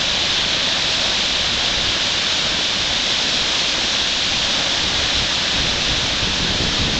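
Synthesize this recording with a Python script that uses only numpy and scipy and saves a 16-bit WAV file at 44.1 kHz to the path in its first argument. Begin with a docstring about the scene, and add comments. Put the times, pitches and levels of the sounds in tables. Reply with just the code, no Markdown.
"""On the stony bank of a river in flood, where water pours over rock ledges into a foaming pool.
The plunging water roars and its spray hisses: countless bubbles, each a damped resonator,
merge with the splashes into broadband noise. Gusts of wind buffet the microphone with turbulent
pressure, harder towards the end as it turns to face the main fall."""
import sys
import numpy as np
from scipy import signal
from scipy.fft import rfft, irfft, next_fast_len
from scipy.io import wavfile
from scipy.ndimage import uniform_filter1d, map_coordinates

SR = 44100
rng = np.random.default_rng(int(sys.argv[2]) if len(sys.argv) > 2 else 0)


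def master(y):
    """Save y as 16-bit WAV."""
    cut = np.clip(np.atleast_2d(y).T, -1, 1)
    pcm = np.round(cut * 32767)  # scale
    wavfile.write(sys.argv[1], SR, pcm.astype(np.int16))


N = 308259

# Envelopes of the plunging water, the thrown spray and the finest mist: t/s, level/dB
ROAR_LEVELS = [(0, -27.5), (1.05, -26.5), (1.3, -28.5), (1.5, -27), (2.4, -27), (2.7, -28), (3.6, -27),
               (4.28, -28.5), (4.58, -26), (5.3, -27), (5.58, -26), (5.95, -27.5), (6.99, -27.5)]
SPRAY_LEVELS = [(0, -20), (2.6, -20.5), (3.7, -20.5), (4.8, -20.5), (5.15, -20.5), (6.99, -22)]
MIST_LEVELS = [(0.4, -28.5), (1.1, -27.5), (1.5, -28.5), (2.85, -28), (3.4, -27), (4.25, -28), (4.7, -27),
               (6.99, -29.5)]
# Spectral shapes of the same three: f/Hz, relative level/dB
ROAR_SPECTRUM = [(20, -21), (60, -1), (125, -1), (175, 3.5), (225, 2.5), (305, 1.6), (410, -7), (560, 1),
                 (800, -1.5), (950, -0.9), (1280, -1.5), (1680, 2.5), (2100, -1.5), (3200, -45.5)]
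SPRAY_SPECTRUM = [(1200, -24.5), (2000, -13), (2350, -6), (2750, -4.5), (3250, -0.5), (3550, 1), (4000, -1),
                  (4600, -7.5), (5500, -18.5), (7500, -52)]
MIST_SPECTRUM = [(3000, -28), (4300, -1.5), (5100, 2.5), (6000, -1), (7200, -7.5), (7700, -14.5),
                 (8400, -24), (8850, -40), (9100, -55.5)]
# Gusts reaching the microphone: onset t/s, duration/s, level/dB
GUST_EVENTS = [(0.081, 0.13, -38), (1.312, .42, -38), (1.77, .14, -32.5), (2.43, .13, -36.5),
               (2.78, 0.14, -38.5), (3.367, .07, -37.5), (4.269, 0.21, -36.5), (4.815, .04, -31),
               (4.94, .11, -32), (5.151, .08, -28), (5.561, .11, -28), (5.719, .06, -32.5),
               (5.879, .08, -27), (6.029, 0.15, -32), (6.224, .08, -28.5), (6.4, 0.068, -30),
               (6.5, .05, -31), (6.58, 0.093, -29), (6.7, 0.054, -34), (6.798, .1, -26.5),
               (6.926, 0.063, -29.5)]
# Spectral shapes of the wind's slow buffet and of its small eddies: f/Hz, relative level/dB
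BUFFET_SPECTRUM = [(8, -6), (20, -3), (35, -2), (65, 0.5), (100, -5.5), (160, -13), (300, -29), (700, -62)]
EDDY_SPECTRUM = [(30, -16), (80, -2.5), (135, 2.5), (200, 0), (300, -3.5), (470, -10), (800, -24.5),
                 (2000, -56.5)]
# Impacts of the hardest eddies: t/s, pulse level/dB
SLAP_EVENTS = [(4.84, -16.5), (6.056, -13.5), (6.274, -10), (6.406, -11.5), (6.449, -11), (6.524, -13),
               (6.638, -9.5), (6.671, -11.5), (6.869, -11), (6.941, -10.5)]

TURN_FROM_S, TURN_TO_S = 4.66, 6.7  # the microphone swings into the wind
AIR_DB, AIR_DRIFT_DB, TURN_AIR_DB = -41, 1.5, 6  # light air: level, slow swing, gain from the turn
EDDY_SHELTERED_DB, EDDY_FACING_DB = -9, 1  # flutter relative to buffet, before and after the turn
BAND_LIMIT_HZ = 9100


def waterfall():
    """Resonant frequency varies inversely with size: big bubbles roar, small ones and spray hiss."""
    surge = wobble(rate_hz=20)  # sheets of water land unevenly
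    gurgle = bubbles(count=5000, centre_hz=901, spread_octaves=1.405, decay_cycles=2.8, rise=0.037)
    splash = bubbles(count=7000, centre_hz=3750, spread_octaves=1, decay_cycles=1.5, rise=0.022)
    roar = coloured(churn(patchy_db=0.18) + amp(-13.5) * gurgle, ROAR_SPECTRUM)
    spray = coloured(churn(patchy_db=0.46) + amp(-13.5) * splash, SPRAY_SPECTRUM)
    mist = coloured(churn(patchy_db=0.35), MIST_SPECTRUM)
    return (roar * amp(curve(ROAR_LEVELS))
            + spray * amp(curve(SPRAY_LEVELS) + 0.26 * surge)
            + mist * amp(curve(MIST_LEVELS) + 0.45 * surge))


def churn(patchy_db):
    """Incoherent sources sum to noise, whose bands swell and fade like clouds of bubbles."""
    bands = signal.stft(rng.standard_normal(N), nperseg=512)[2]
    clouds = uniform_filter1d(rng.standard_normal(bands.shape), size=7, axis=0)  # smooth in frequency
    clouds = uniform_filter1d(clouds, size=16, axis=1)  # and in time
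    return unit(signal.istft(bands * amp(patchy_db * unit(clouds)), nperseg=512)[1][:N])


def bubbles(count, centre_hz, spread_octaves, decay_cycles, rise, size_db=2.0):
    """Damped oscillation: each bubble rings at a random time, its pitch rising as it nears the surface."""
    when, pitch, size = rng.random((count, 3)).T[:, :, None]
    hz = centre_hz * 2 ** (spread_octaves * (2 * pitch - 1))
    offsets = np.arange(512)
    cycles = hz * offsets / SR
    age = cycles / decay_cycles
    ring = np.sin(2 * np.pi * cycles * (1 + rise * np.minimum(age, 2))) * np.exp(-age)
    strength = amp(-size_db * np.log(np.maximum(size, 0.01)))
    samples = (when * N).astype(int) + offsets
    return unit(np.bincount(samples.ravel(), (strength * ring).ravel(), N)[:N])


def wind():
    """Turbulent pressure acts on the microphone; facing the flow, it meets more small, sharp eddies."""
    facing = curve([(TURN_FROM_S, 0), (TURN_TO_S, 1)])
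    air = amp(AIR_DB + TURN_AIR_DB * facing + AIR_DRIFT_DB * wobble(rate_hz=6))
    pressure = np.sqrt(air ** 2 + gust_power())
    buffet = steady(coloured(rng.standard_normal(N), BUFFET_SPECTRUM))
    bursts = rng.standard_normal(N) * amp(3.0 * wobble(rate_hz=170))
    eddies = steady(coloured(bursts, EDDY_SPECTRUM))
    flutter = eddies * amp(EDDY_SHELTERED_DB + (EDDY_FACING_DB - EDDY_SHELTERED_DB) * facing)
    return pressure * (buffet + flutter) + eddy_slaps()


def gust_power(attack_s=0.015, release_s=0.029):
    """Incoherent gusts add in power; each grows exponentially, holds and decays."""
    t, power = np.arange(N) / SR, np.zeros(N)
    for start, duration, db in GUST_EVENTS:
        before = np.maximum(start - t, 0) / attack_s
        after = np.maximum(t - start - duration, 0) / release_s
        power += (amp(db) * np.exp(-before - after)) ** 2
    return power


def eddy_slaps(median_width_s=0.00089):
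    """A passing eddy gives a pressure pulse of either sign, with a weak rebound on each side."""
    t, pressure = np.arange(N) / SR, np.zeros(N)
    for centre_s, db in SLAP_EVENTS:
        size, polarity = rng.standard_normal(2)
        u = np.clip((t - centre_s) / (median_width_s * amp(2 * size)), -10, 10)
        push = np.exp(-u * u)
        rebound = np.exp(-(u / np.e) ** 2) / np.e
        pressure += np.sign(polarity) * amp(db) * (push - rebound)
    return pressure


def amp(db):
    """Amplitude ratio of a level in decibels."""
    return 10 ** (np.asarray(db) / 20)


def unit(x):
    """Normalisation to rms 1."""
    return x / np.sqrt(np.mean(x ** 2) + 1e-20)


def steady(x):
    """Normalisation to short-term rms 1, so that an envelope alone sets the size of the swings."""
    return x / np.sqrt(np.abs(uniform_filter1d(x ** 2, size=3500)) + 1e-6)


def curve(points):
    """Linear interpolation of (t/s, value) points at every sample."""
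    return np.interp(np.arange(N) / SR, *np.transpose(points))


def wobble(rate_hz):
    """Smooth random modulation: a spline through rate_hz Gaussian knots a second."""
    knots = rng.standard_normal(int(N * rate_hz / SR) + 4)
    return map_coordinates(knots, [np.arange(N) * rate_hz / SR])


def filtered(x, response):
    """Linear filtering: the spectrum is multiplied by a frequency response."""
    size = next_fast_len(N + SR // 2)
    return irfft(rfft(x, size) * response(np.fft.rfftfreq(size, 1 / SR)), size)[:N]


def coloured(x, spectrum):
    """Spectral shaping by (f/Hz, level/dB) points on a log frequency axis, at rms 1."""
    f, db = np.transpose(spectrum)
    return unit(filtered(x, lambda hz: amp(np.interp(np.log(hz + 1), np.log(f), db))))


def scene():
    """Superposition: the pressures of water and wind add at one microphone."""
    return (waterfall() + wind())[None]


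def record(dry):
    """An ideal low-pass filter passes nothing above the band limit."""
    return np.array([filtered(channel, lambda hz: hz < BAND_LIMIT_HZ) for channel in dry])


dry = scene()
out = record(dry)
master(out)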